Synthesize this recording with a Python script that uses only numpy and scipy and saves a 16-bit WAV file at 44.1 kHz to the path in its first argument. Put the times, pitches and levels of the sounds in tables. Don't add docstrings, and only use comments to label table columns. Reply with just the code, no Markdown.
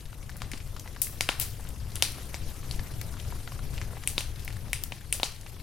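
import sys
import numpy as np
from scipy import signal
from scipy.fft import rfft, irfft
from scipy.io import wavfile
from scipy.ndimage import uniform_filter1d

SR = 44100
rng = np.random.default_rng(int(sys.argv[2]) if len(sys.argv) > 2 else 0)


def int16_out(signal):
    q = np.round(np.clip(np.atleast_2d(signal).T, -1, 1) * 32767)
    wavfile.write(sys.argv[1], SR, q.astype(np.int16))


N = 247886

# t/s, level/dB
FLAME_LEVEL = [(0.0, -42.5), (0.55, -37.5), (0.85, -40), (1.6, -36.5), (2.0, -37.5), (2.85, -34),
               (3.2, -36.5), (3.85, -36), (4.3, -39.5), (4.72, -36.5), (4.82, -40.5), (5.3, -43),
               (5.62, -40)]
FIRE_PAN_DB = 5
LOG_ECHO_DB = -7
KNOCK_HZ, KNOCK_WIDTH_HZ = 810, 430
FIZZ_HZ, FIZZ_WIDTH_HZ = 9630, 2900


def gain_of(db):
    return 10 ** (np.asarray(db) / 20)


def evened(x):
    return x / np.sqrt(np.mean(x ** 2) + 1e-20)


def read(points, hz):
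    f, value = np.transpose(points)
    return np.interp(np.log(hz + 1), np.log(f + 1), value)


def follow(curve):
    times, levels_db = np.transpose(curve)
    return gain_of(np.interp(np.arange(N) / SR, times, levels_db))


def add(mix, s, sound):
    start = max(0, round(s * SR))
    part = mix[..., start:][..., :sound.shape[-1]]
    part += sound[..., :part.shape[-1]]


def panned(x, pan_db):
    ratio = gain_of(pan_db)
    return np.array([ratio * x, x]) * 2 / (1 + ratio)


def diffuse(magnitude, hz, pan_db):
    # f/Hz, likeness/1
    likeness = [(30, .93), (200, .86), (1000, .82), (4000, .68), (9000, .5), (14000, .1)]
    a, b, c, d = rng.standard_normal((4, *magnitude.shape))
    left = a + 1j * b
    independent = c + 1j * d
    same = np.clip(read(likeness, hz), -1, 1)
    right = same * left + np.sqrt(1 - same ** 2) * independent
    z = np.array([left * gain_of(pan_db), right])
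    size = 2 * (len(hz) - 1)
    frames = (z * magnitude).swapaxes(1, 2)
    x = signal.istft(frames, nperseg=size, noverlap=size - size // 4)[1]
    return x / x.mean(0).std()


def turbulence(spectrum, flicker_db, patchy_db, size):
    # f/Hz, left minus right/dB
    balance = [(60, 6), (300, 6.07), (2000, 3.9), (8000, 3.8), (13000, 4.1)]
    hz = np.fft.rfftfreq(size, 1 / SR)
    frames = N // (size // 4) + 5
    patches = uniform_filter1d(rng.standard_normal((frames, len(hz))), size=6, axis=0)
    patches = evened(uniform_filter1d(patches, size=14, axis=1))
    flicker = evened(uniform_filter1d(rng.standard_normal((frames, 1)), size=4, axis=0))
    field_db = read(spectrum, hz) + patchy_db * patches + flicker_db * flicker
    return diffuse(gain_of(field_db), hz, read(balance, hz))[:, :N]


def flames():
    # f/Hz, density/dB per Hz
    roar_spectrum = [(12, 0.5), (27, 2.5), (38, -1), (49, -6), (64, 2), (81, -4.5), (97, 0), (122, -3.5),
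                     (160, -12.5), (220, -19.5), (350, -26.5), (700, -30), (1500, -45), (4000, -78)]
    # f/Hz, density/dB per Hz
    hiss_spectrum = [(150, 8), (400, 7), (800, 1), (1400, 0.5), (3000, -1), (6000, -1.5), (8000, -3.5),
                     (10000, -0.5), (12500, -1.5), (14000, -6), (16000, -19)]
    # t/s, level/dB
    hiss_level = [(0.0, -54), (1.0, -51.5), (1.25, -49), (1.85, -51), (2.25, -48), (3.9, -49.5), (5.3, -53),
                  (5.62, -51.5)]
    roar = turbulence(roar_spectrum, flicker_db=-1.66, patchy_db=0.8, size=4096) * follow(FLAME_LEVEL)
    hiss = turbulence(hiss_spectrum, flicker_db=1.5, patchy_db=2.5, size=512) * follow(hiss_level)
    return roar + hiss


def ring(modes, size=2048):
    hz = np.maximum(abs(np.fft.fftfreq(size, 1 / SR)), 1)
    power = 1e-12
    for centre, width, db in modes:
        detune = (hz ** 2 - centre ** 2) / (hz * width)
        peak = 1 / (1 + (detune / 1.55) ** 2) ** 2
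        skirt = .0005 / (1 + (hz / centre / 2) ** 4)
        shape = peak + skirt
        power = power + shape / shape.mean() * gain_of(db) ** 2 * SR / 1000
    log_response = np.conj(signal.hilbert(np.log(power) / 2))
    return np.fft.ifft(np.exp(log_response)).real[:size // 2]


def fracture(length, size=4096, count=2):
    t = np.arange(size) / SR
    envelope = np.exp(-(t / max(length * 1.6, 3e-4)) ** 2)
    x = rng.standard_normal(size) * envelope
    for _ in range(count):
        z = rfft(x)
        x = irfft(z / (abs(z) + 1e-9)) * np.sqrt(envelope)
    return x / np.linalg.norm(x)


def tick(hz, db, length=0.0014, overtone_db=-6, lower_db=-9, after_db=-5):
    slowness, upper, lower, delay = rng.random(4)
    shocks = np.zeros(1024)
    add(shocks, 0, fracture(length * (.5 + slowness), size=512, count=1))
    aftershock = gain_of(after_db) * fracture(length, size=512, count=1)
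    add(shocks, 0.001032 + .005 * delay, aftershock)
    overtone_hz = min(hz * (1.62 + 1.36 * upper), 14000)
    lower_hz = hz * (.5 + 0.047 * lower)
    partials = [(hz, 0), (overtone_hz, overtone_db), (lower_hz, lower_db)]
    modes = [(f, .38 * f, db + rel_db) for f, rel_db in partials]
    return signal.fftconvolve(shocks, ring(modes))


def embers(faint_db=-50, spread_db=2.0, middle_db=-41, range_db=4, lowest_hz=1000, span=7,
           scatter_db=2, count=160):
    # t/s, main ring f/Hz, level of the main ring/dB
    clear_ticks = [(0.1291, 1110, -42), (0.2939, 1660, -36.5), (0.368, 10400, -39.5), (0.764, 1170, -37.5),
                   (0.796, 6000, -35.5), (0.8599, 830, -40), (0.876, 1920, -39), (0.9627, 1470, -38),
                   (1.069, 2450, -39), (1.2188, 4430, -34), (1.689, 8700, -38), (1.964, 3140, -35),
                   (2.12, 9040, -37), (2.183, 714, -38), (2.3488, 4900, -37.5), (2.794, 1470, -32.5),
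                   (3.014, 1780, -39), (3.199, 3280, -38), (3.324, 870, -35.5), (3.4755, 1510, -34),
                   (3.5194, 1040, -37.5), (3.5914, 1270, -37.5), (3.7797, 2600, -35), (3.8149, 2020, -33),
                   (3.9325, 617, -39), (3.969, 790, -37.5), (4.0364, 2130, -36.5), (4.4485, 12100, -36),
                   (5.464, 2480, -40.5)]
    out = np.zeros((2, N))
    for s, hz, db in clear_ticks:
        pan_db = FIRE_PAN_DB + scatter_db * rng.standard_normal()
        add(out, s, panned(tick(hz, db), pan_db))

    heat = np.sqrt(evened(follow(FLAME_LEVEL)))
    for when, pitch, strength in rng.random(size=(16, 3)):
        soft = heat[int(when * N)] * tick(lowest_hz * span ** pitch, middle_db - range_db * strength)
        add(out, when * N / SR, panned(soft, FIRE_PAN_DB))

    for when, pitch, strength, side in rng.random((count, 4)):
        db = faint_db - spread_db * np.log(max(strength, .04))
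        pan_db = FIRE_PAN_DB + 2 * scatter_db * (2 * side - 1)
        add(out, when * N / SR, panned(tick(500 * 22 ** pitch, db), pan_db))
    return out


def burst(s, length, wood, others, echo_db, pan_db, spread_share=0.95, apart=0.11):
    direct = panned(signal.fftconvolve(fracture(length), ring(wood + others)), pan_db)
    splash = apart * signal.fftconvolve(fracture(length), ring(wood[-1:] + others[:1]))
    all_round = [(hz, max(width, spread_share * hz), db) for hz, width, db in wood]
    far = gain_of(echo_db) * signal.fftconvolve(fracture(length), ring(all_round + others[:1]))
    return s, np.array([direct[0] + splash, direct[1] - splash, far])


def bump(s, length, db):
    # f/Hz, width/Hz, relative level/dB
    bump_modes = [(261, 130, -3.5), (1600, 1400, -4.5), (3250, 2300, -4.5)]
    modes = [(hz, width, db + rel_db) for hz, width, rel_db in bump_modes]
    return burst(s, length, modes, [], LOG_ECHO_DB, FIRE_PAN_DB)


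def pop(s, length, knock_db, crack_hz, crack_db, snap_hz, snap_width, snap_db, fizz_db):
    wood = [(KNOCK_HZ, KNOCK_WIDTH_HZ, knock_db),
            (crack_hz, 0.3 * crack_hz, crack_db),
            (snap_hz, snap_width, snap_db)]
    fizz = (FIZZ_HZ, FIZZ_WIDTH_HZ, fizz_db)
    recoil = (295, 270, knock_db - 9.5)
    ring_on = (crack_hz, 0.074 * crack_hz, crack_db - 17.5)
    return burst(s, length, wood, [fizz, recoil, ring_on], LOG_ECHO_DB, FIRE_PAN_DB)


def spit(s, length, db, jet_hz, wood_db, echo_db):
    modes = [(KNOCK_HZ, KNOCK_WIDTH_HZ, db + wood_db - 15.5),
             (4260, 6100, db + wood_db),
             (jet_hz, 3700, db)]
    fizz = (FIZZ_HZ, FIZZ_WIDTH_HZ, db - 10.5)
    return burst(s, length, modes, [fizz], echo_db, pan_db=13.5, apart=0.83)


def logs():
    # t/s, fracture length/s, level/dB
    bump_rows = [(0.403, 0.017, -38), (0.534, 0.0031, -29)]
    # t/s, fracture length/s, knock level/dB, crack f/Hz, crack level/dB,
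    # snap f/Hz, snap width/Hz, snap level/dB, steam fizz level/dB
    pop_rows = [ (0.4188, 0.0015, -36.5, 1210, -27.5, 3140, 3400, -30.5, -56),
                (0.516, 0.0026, -53, 1970, -32, 6000, 4000, -33.5, -39),
                (1.2086, 0.00096, -25, 2170, -19.5, 4250, 2940, -17.5, -24),
                (1.2895, 0.0023, -18, 2850, -15.5, 1420, 420, -17.5, -27.5),
                (1.956, 0.0016, -47, 3120, -34.5, 6200, 2500, -32, -26),
                (2.0237, 0.00137, -21.5, 2980, -11.5, 5400, 1700, -13, -17),
                (2.3437, 0.00039, -32.5, 2170, -31, 5400, 1700, -32, -57),
                (2.711, 0.0025, -40, 3200, -36.5, 4350, 800, -28, -37),
                (4.0745, 0.00073, -39, 2570, -23, 9000, 750, -16.5, -22.5),
                (4.18, 0.00071, -22, 2620, -22, 3950, 655, -15.5, -31),
                (4.2072, 0.0011, -38, 3140, -30, 5700, 1200, -40, -31.5),
                (4.4786, 0.00053, -40, 2100, -29.5, 6000, 4000, -39, -46),
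                (4.7315, 0.00059, -34, 2300, -18, 6170, 2200, -27, -22),
                (4.921, 0.0022, -32.5, 2540, -28.5, 4760, 2000, -42, -47),
                (5.126, 0.0013, -41, 2710, -20.5, 8950, 750, -15, -21),
                (5.1988, 0.0011, -28.5, 2940, -33, 5000, 2500, -44, -55),
                (5.232, 0.00079, -20, 2750, -21, 3950, 640, -14.5, -29.5)]
    # t/s, burst length/s, jet level/dB, jet f/Hz,
    # wood level relative to the jet/dB, gain towards the trees/dB
    spit_rows = [(1.017, 0.0042, -15, 11700, -13.5, -2.5), (1.3984, 0.0023, -19.5, 12900, -10, -2.5),
                 (1.4116, 0.017, -23, 12500, -0.5, -3), (3.0136, 0.0023, -35, 12800, 2, -11),
                 (4.8376, 0.00046, -24, 14200, -5.5, -9.5)]
    out = np.zeros((3, N))
    for source, rows in (bump, bump_rows), (pop, pop_rows), (spit, spit_rows):
        for row in rows:
            add(out, *source(*row))
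    return out[:2], out[2]


def ground(x, delay=0.00038, bounce_db=-6, dull_hz=2200, size=256):
    hz = np.fft.rfftfreq(size, 1 / SR)
    delayed = np.exp(-2j * np.pi * hz * delay)
    bounce = gain_of(bounce_db) * delayed / (1 + (hz / dull_hz) ** 4)
    return x + signal.lfilter(irfft(bounce)[:size // 4], 1, x)


def woodpile(x, level_db=-11, decay=0.0042, size=1200):
    t = np.arange(size) / SR
    taps = rng.standard_normal((2, size)) * np.exp(-t / decay) * (t > .0012)
    taps = taps + taps.mean(0)
    taps = taps / np.linalg.norm(taps[0])
    return x + gain_of(level_db) * signal.oaconvolve(x, taps, axes=1)[:, :N]


def trees(x, pan_db=3, build=0.00077, patchy_db=1.5, size=256, count=420):
    # f/Hz, relative gain/dB
    echo_colour = [(300, -21), (800, -2), (2800, 0), (5000, 4), (10000, 6), (16000, 0)]
    # f/Hz, t60/s
    echo_decay = [(300, 0.32), (3000, 0.41), (8000, 0.24), (15000, 0.39)]
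    hz = np.fft.rfftfreq(size, 1 / SR)
    t = np.arange(count)[:, None] * (size // 4) / SR
    grain_db = patchy_db * rng.standard_normal((count, 1))
    field_db = read(echo_colour, hz) - 60 * t / read(echo_decay, hz) + grain_db
    tail = diffuse(gain_of(field_db) * (1 - np.exp(-t / build)), hz, pan_db)
    tail = tail / np.linalg.norm(tail.mean(0))
    return signal.oaconvolve(x[None], tail, axes=1)[:, :N]


def scene():
    fire = flames()
    ticks = embers()
    near, far = logs()
    close = woodpile(ground(near) + ticks)
    echoes = trees(far + gain_of(-10.5) * ticks.mean(0))
    return close + echoes + fire


def record(dry):
    lowpass = signal.firwin(255, 16300, window=("kaiser", 9), fs=SR)
    return signal.oaconvolve(np.tanh(dry), lowpass[None], "same")


dry = scene()
out = record(dry)
int16_out(out)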